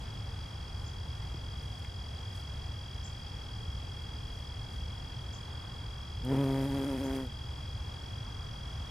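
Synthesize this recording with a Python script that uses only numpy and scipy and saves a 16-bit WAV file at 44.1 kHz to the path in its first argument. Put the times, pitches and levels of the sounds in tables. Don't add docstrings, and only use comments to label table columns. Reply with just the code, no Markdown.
import sys
import numpy as np
from scipy import signal
from scipy.fft import rfft, irfft, next_fast_len
from scipy.io import wavfile
from scipy.ndimage import map_coordinates

SR = 44100
rng = np.random.default_rng(int(sys.argv[2]) if len(sys.argv) > 2 else 0)


def unload_wav(signal):
    wavfile.write(
        sys.argv[1],
        SR,
        np.round(np.clip(np.atleast_2d(signal).T, -1, 1) * 32767).astype(np.int16),
    )


N = 392490
TOP_HZ = 15720

# frequency_hz, relative_density_db
RUMBLE_SPECTRUM = [(20, -15), (32, -13), (45, -5.5), (62, .3), (80, -1), (105, -2.5), (135, -8.7),
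                   (170, -15.7), (230, -22), (330, -30), (600, -50), (1500, -120)]
AIR_SPECTRUM = [(100, -2), (250, 1), (360, .5), (450, 1.6), (620, -2.2), (820, .9), (1100, -2.4),
                (2200, -7.8), (2900, -8.7), (4000, -12.2), (5500, -13.8), (8000, -20.7), (9800, -22),
                (11300, -25.6), (14000, -28.3), (15700, -35)]
LEAF_SPECTRUM = [(300, -25), (600, -12), (800, -1), (1150, 0), (1550, -3), (2500, -24), (6000, -120)]
# centre_s, half_width_s, level_db
GUSTS = [(.7, .6, -65), (3.6, .3, -68), (5.7, .45, -59), (8.55, .7, -59.3)]
# frequency_hz, correlation
COHERENCE = [(60, .9998), (130, .997), (220, .65), (380, .3), (700, .45), (1400, .45), (3000, .6),
             (6800, .68), (9000, .45), (11000, -.05), (14000, -.45)]
# frequency_hz, t60_s
GRASS_DECAY = [(500, .15), (4000, .25), (7000, .3), (12000, .15)]

# time_s, pulse_rate_hz, level_db
TREE_TRILL = [(0, 42, -55), (3.4, 41.4, -52.7), (5.5, 41.9, -53), (8.9, 41.9, -52.8)]
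TREE_STROKE = [(0, .09), (.18, .1), (.3, .57), (.42, .88), (.55, 1), (.63, .78), (.74, .16), (1, .09)]
# start_s, end_s
SLOW_SPELLS = [(1.5, 2.77), (4.68, 5.96), (7.76, 9.2)]
# cycle_fraction, pitch_hz, relative_level_db
FILE_STROKE = [(0, 5150, -30), (.14, 5090, -7), (.3, 5000, 0), (.47, 4880, 0), (.57, 4680, -5),
               (.68, 4520, -10), (.8, 4380, -22), (1, 4350, -45)]
# start_s, end_s, level_db
FAR_TRILLS = [(-.2, 2.35, -76.5), (2.35, 5.35, -74.3), (5.8, 8.05, -76.5), (8.05, 9.2, -71)]

# centre_s, level_db
RUSTLES = [(.82, -74), (1.65, -74), (1.81, -73), (2.37, -69), (4.38, -73), (4.75, -74), (7.55, -75)]
# frequency_hz, relative_density_db
CRACKLE_SPECTRUM = [(3000, -18), (7500, 0), (10000, -1), (13000, -4), (15500, -12)]
# start_s, level_db, top_pitch_hz
CHIPS = [(.853, -58, 7200), (3.035, -54, 7700), (5.324, -55.3, 7200), (7.035, -56, 7200)]
# start_s, nominal_peak_db, centre_hz
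TICKS = [(1.634, -53, 7500), (1.793, -51, 7500), (1.846, -46, 6500), (1.847, -37, 2100), (2.373, -47, 6500),
         (4.02, -56, 12000), (4.733, -51, 8500), (5.132, -39.5, 2200), (6.249, -39.5, 9000),
         (7.265, -52, 9000), (7.328, -53, 8500)]

TAKEOFF_S, LANDING_S = 6.24, 7.27
# centre_s, half_width_s, bend_hz, odd_change_db, hum_change_db
STEERS = [(6.325, .02, 6, 2, 2), (6.402, .026, 7, 0, 1.5), (6.685, .022, 7, -13, -2.5),
          (6.77, .028, 5, -3, 1), (6.875, .032, 7.5, -10, 1), (6.983, .018, -13, -1, -2.5),
          (7.025, .028, 4.5, -6, -.5)]
# centre_s, extra_swish_db, extra_roughness
FLURRIES = [(6.35, 3.5, .7), (6.648, 3.5, .1), (6.848, 2.5, .35), (7.157, 4, .1)]
# harmonic_number, relative_level_db
WING_HARMONICS = [(2, 0), (3, -9), (4, -11.5), (5, -18), (6, -19), (7, -19), (8, -26), (10, -30), (14, -33),
                  (20, -38), (28, -49)]
# frequency_hz, relative_density_db
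SWISH_SPECTRUM = [(200, -6), (400, 8), (900, 8.5), (1600, 8.5), (2500, 4), (4500, -3), (7000, -4.5),
                  (8500, -3), (9800, -.3), (11300, -3.3), (13000, -3), (14500, -8), (15700, -12)]


def amp(db):
    return 10 ** (np.asarray(db) / 20)


def unit(x):
    return x / np.sqrt(np.mean(x ** 2) + 1e-20)


def along(points, hz):
    f, v = np.transpose(points)
    return np.interp(np.log(hz + 1), np.log(f + 1), v)


def clock():
    return np.arange(N) / SR


def curves(rows, at):
    knots, *columns = np.transpose(rows)
    return [np.interp(at, knots, column) for column in columns]


def swell(centre_s, half_width_s):
    return np.exp(-((clock() - centre_s) / half_width_s) ** 2)


def step(centre_s, ease_s):
    return .5 + .5 * np.tanh(.5 * (clock() - centre_s) / ease_s)


def wobble(rate_hz):
    return map_coordinates(rng.standard_normal(int(N * rate_hz / SR) + 4), [clock() * rate_hz])


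def cycles(hz):
    return np.cumsum(hz) / SR


def filtered(x, response):
    size = next_fast_len(N + SR // 2)
    return irfft(rfft(x, size) * response(np.fft.rfftfreq(size, 1 / SR)), size)[..., :N]


def placed(x, left_db, lead_rad):
    half = np.array([[.5], [-.5]])
    return filtered(x, lambda hz: amp(half * left_db) * np.exp(1j * half * lead_rad))


def diffuse_noise(spectrum):
    def response(hz):
        angle = np.arccos(np.clip(along(COHERENCE, hz), -1, 1)) / 2
        return amp(along(spectrum, hz)) * [np.cos(angle), np.sin(angle)]
    mid, side = filtered(rng.standard_normal((2, N)), response)
    return unit(np.array([mid + side, mid - side]))


def scattered(x, wet_db):
    hz, t, noise = signal.stft(rng.standard_normal((2, SR // 3)), SR, nperseg=256)
    decay = amp(-60 * t / along(GRASS_DECAY, hz)[:, None])
    tail = signal.istft(noise * decay, SR, nperseg=256)[1]
    return x + amp(wet_db) * signal.fftconvolve(x, tail / np.linalg.norm(tail[0]), axes=1)[:, :N]


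def meadow(rumble_db=-40.5, air_db=-51.6, calm_db=-73):
    rumble = amp(rumble_db + .5 * wobble(5)) * diffuse_noise(RUMBLE_SPECTRUM)
    air = amp(air_db + .2 * wobble(1) + .3 * wobble(5)) * diffuse_noise(AIR_SPECTRUM)
    wind = amp(calm_db) + sum(amp(db) * swell(s, width) for s, width, db in GUSTS)
    leaves = wind * amp(1.1 * wobble(5)) * diffuse_noise(LEAF_SPECTRUM)
    return rumble + air + leaves


def tree_cricket(pitch_hz=3294, sag_hz=170):
    rate_hz, level_db = curves(TREE_TRILL, clock())
    stroke = cycles(rate_hz * (1 + .012 * wobble(25))) % 1
    envelope, = curves(TREE_STROKE, stroke)
    pitch = pitch_hz - sag_hz * (stroke - .5) + 3 * wobble(3)
    pitch += (10 + 60 * (1 - envelope) ** 2) * wobble(260)
    song = amp(level_db + .6 * wobble(40)) * unit(envelope * np.sin(2 * np.pi * cycles(pitch)))
    return scattered(placed(song, left_db=1.6, lead_rad=.39), wet_db=-14)


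def ground_cricket(fast_hz=59.4, slow_hz=48.8, level_db=-57.8, fade_db_per_s=.17):
    slow = sum(step(start, .09) * (1 - step(end, .04)) for start, end in SLOW_SPELLS)
    rate_hz = fast_hz + (slow_hz - fast_hz) * slow
    number, stroke = np.divmod(cycles(rate_hz * (1 + .02 * wobble(45))), 1)
    stumble_db = 14 * np.maximum(1 - clock() / 2.3, 0) * (number % 7 == 0)
    file_hz, file_db = curves(FILE_STROKE, stroke)
    pitch = file_hz + 26 * wobble(60) + 55 * wobble(900)
    bite_db = file_db + .8 * wobble(55) + 1.9 * wobble(450) - stumble_db
    trill = unit(amp(bite_db) * np.sin(2 * np.pi * cycles(pitch)))
    song = amp(level_db - fade_db_per_s * clock()) * trill
    return scattered(placed(song, left_db=1.3, lead_rad=.55), wet_db=-10.5)


def far_cricket(pitch_hz=5772, rate_hz=31.3, fade_s=.04):
    level = sum(amp(db) * step(start, fade_s) * (1 - step(end, fade_s)) for start, end, db in FAR_TRILLS)
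    pulses = np.sin(np.pi * cycles(rate_hz + .3 * wobble(8))) ** 4
    tone = np.sin(2 * np.pi * cycles(pitch_hz + 26 * wobble(80)))
    song = level * unit(pulses * tone)
    return scattered(placed(song, left_db=-.6, lead_rad=-.45), wet_db=-3)


def rustles(floor_db=-87, half_width_s=.07):
    level = amp(floor_db) + sum(amp(db) * swell(s, half_width_s) for s, db in RUSTLES)
    return level * amp(3.5 * wobble(160)) * diffuse_noise(CRACKLE_SPECTRUM)


def bird(length_s=.03, low_hz=5100):
    out, t = np.zeros(N), np.arange(int(length_s * SR)) / SR
    arch = np.sin(np.pi * t / length_s)
    warble_hz = 200 * np.sin(2 * np.pi * 210 * t)
    envelope = arch ** .3 * (1 - .5 * arch ** 4)
    envelope /= envelope.max()
    for s, db, top_hz in CHIPS:
        pitch = low_hz + (top_hz - low_hz) * arch + warble_hz
        out[round(s * SR):][:len(t)] += amp(db) * envelope * np.sin(2 * np.pi * cycles(pitch))
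    return scattered(placed(out, left_db=.6, lead_rad=.45), wet_db=2)


def bump(start_s=1.344, level_db=-35.5, pitch_hz=340, t60_s=.022):
    t = np.maximum(clock() - start_s, 0)
    return amp(level_db - 60 * t / t60_s) * np.sin(2 * np.pi * pitch_hz * t)


def ticks(width_octaves=.42, crest_db=8, t60_s=.023):
    out, t = np.zeros(N), np.arange(4096) / SR
    hz = np.fft.rfftfreq(len(t), 1 / SR) + 1
    for s, db, centre_hz in TICKS:
        band = np.exp(-.5 * (np.log2(hz / centre_hz) / width_octaves) ** 2)
        snap = unit(irfft(rfft(rng.standard_normal(len(t))) * band))
        out[round(s * SR):][:len(t)] += amp(db - crest_db - 60 * t / t60_s) * snap
    return scattered(placed(out, left_db=0, lead_rad=.3), wet_db=-12)


def flight(hover_hz=134.4, spin_up_s=.04, spin_down_s=.034, away_s=.33, flurry_s=.022):
    t = np.clip(clock(), TAKEOFF_S, LANDING_S)
    slack = np.exp((TAKEOFF_S - t) / spin_up_s) + np.exp((t - LANDING_S) / spin_down_s)
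    bend_hz, lopsided_db, push_db = sum(np.outer(move, swell(s, width)) for s, width, *move in STEERS)
    pitch = hover_hz - 14 * slack + bend_hz
    near_db = 6.5 * np.exp((TAKEOFF_S - t) / away_s)
    hum_db = -36.1 - 15 * slack + near_db + push_db
    odd_db = 1.5 - 8 * slack + lopsided_db
    swish_db = -52.3 - 15 * slack + sum(db * swell(s, flurry_s) for s, db, _ in FLURRIES)
    roughness = .27 + sum(extra * swell(s, flurry_s) for s, _, extra in FLURRIES)
    return pitch, hum_db, odd_db, swish_db, roughness


def wing_overtones(phase, odd_db, roughness, flutter=.25, waver_db=1.5):
    k = np.arange(2, 29)[:, None]
    knots = rng.standard_normal((len(k), 2, 160))
    twist = signal.resample(knots[:, 0] + 1j * knots[:, 1], len(phase), axis=1)
    depth = np.minimum(flutter * (k - 1) * roughness, 1.5)
    phasors = (1 + depth * twist) / np.sqrt(1 + 2 * depth ** 2) * np.exp(1j * (k * phase + .7))
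    tilt = signal.resample(rng.standard_normal((len(k), 24)), len(phase), axis=1)
    tilt_db = waver_db * np.minimum(np.log2(k / 2), 1) * tilt
    return (amp(along(WING_HARMONICS, k) + k % 2 * odd_db + tilt_db) * phasors.real).sum(axis=0)


def wing_swish(phase, level_db, lead_rad=.4):
    puffs = .32 + np.exp(9 * (np.cos(phase) - 1)) + .3 * np.exp(-7 * (np.cos(phase) + 1))
    sides = np.array([[1], [-1]])
    air = filtered(diffuse_noise(SWISH_SPECTRUM), lambda hz: np.exp(1j * lead_rad * hz / TOP_HZ * sides))
    return amp(level_db + 1.2 * wobble(110)) * unit(puffs * air)


def bee(jitter=.007, turn_s=6.78):
    pitch, hum_db, odd_db, swish_db, roughness = flight()
    gate = np.interp(clock(), [TAKEOFF_S - .015, TAKEOFF_S, LANDING_S, LANDING_S + .03], [0, 1, 1, 0])
    aloft = gate > 0
    phase = 2 * np.pi * cycles(pitch * (1 + jitter * wobble(35) + .07 * roughness ** 2 * wobble(170)))
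    buzz = amp(-1 - 13 * step(turn_s, .065)) * np.cos(phase + .9)
    buzz[aloft] += wing_overtones(phase[aloft], odd_db[aloft], roughness[aloft])
    hum = placed(np.sqrt(2) * amp(hum_db) * buzz, left_db=.3, lead_rad=.12)
    return gate * (hum + wing_swish(phase, swish_db))


def scene():
    background = meadow() + tree_cricket() + ground_cricket() + far_cricket()
    return background + rustles() + bird() + bump() + ticks() + bee()


def record(dry):
    return filtered(dry, lambda hz: hz < TOP_HZ)


dry = scene()
out = record(dry)
unload_wav(out)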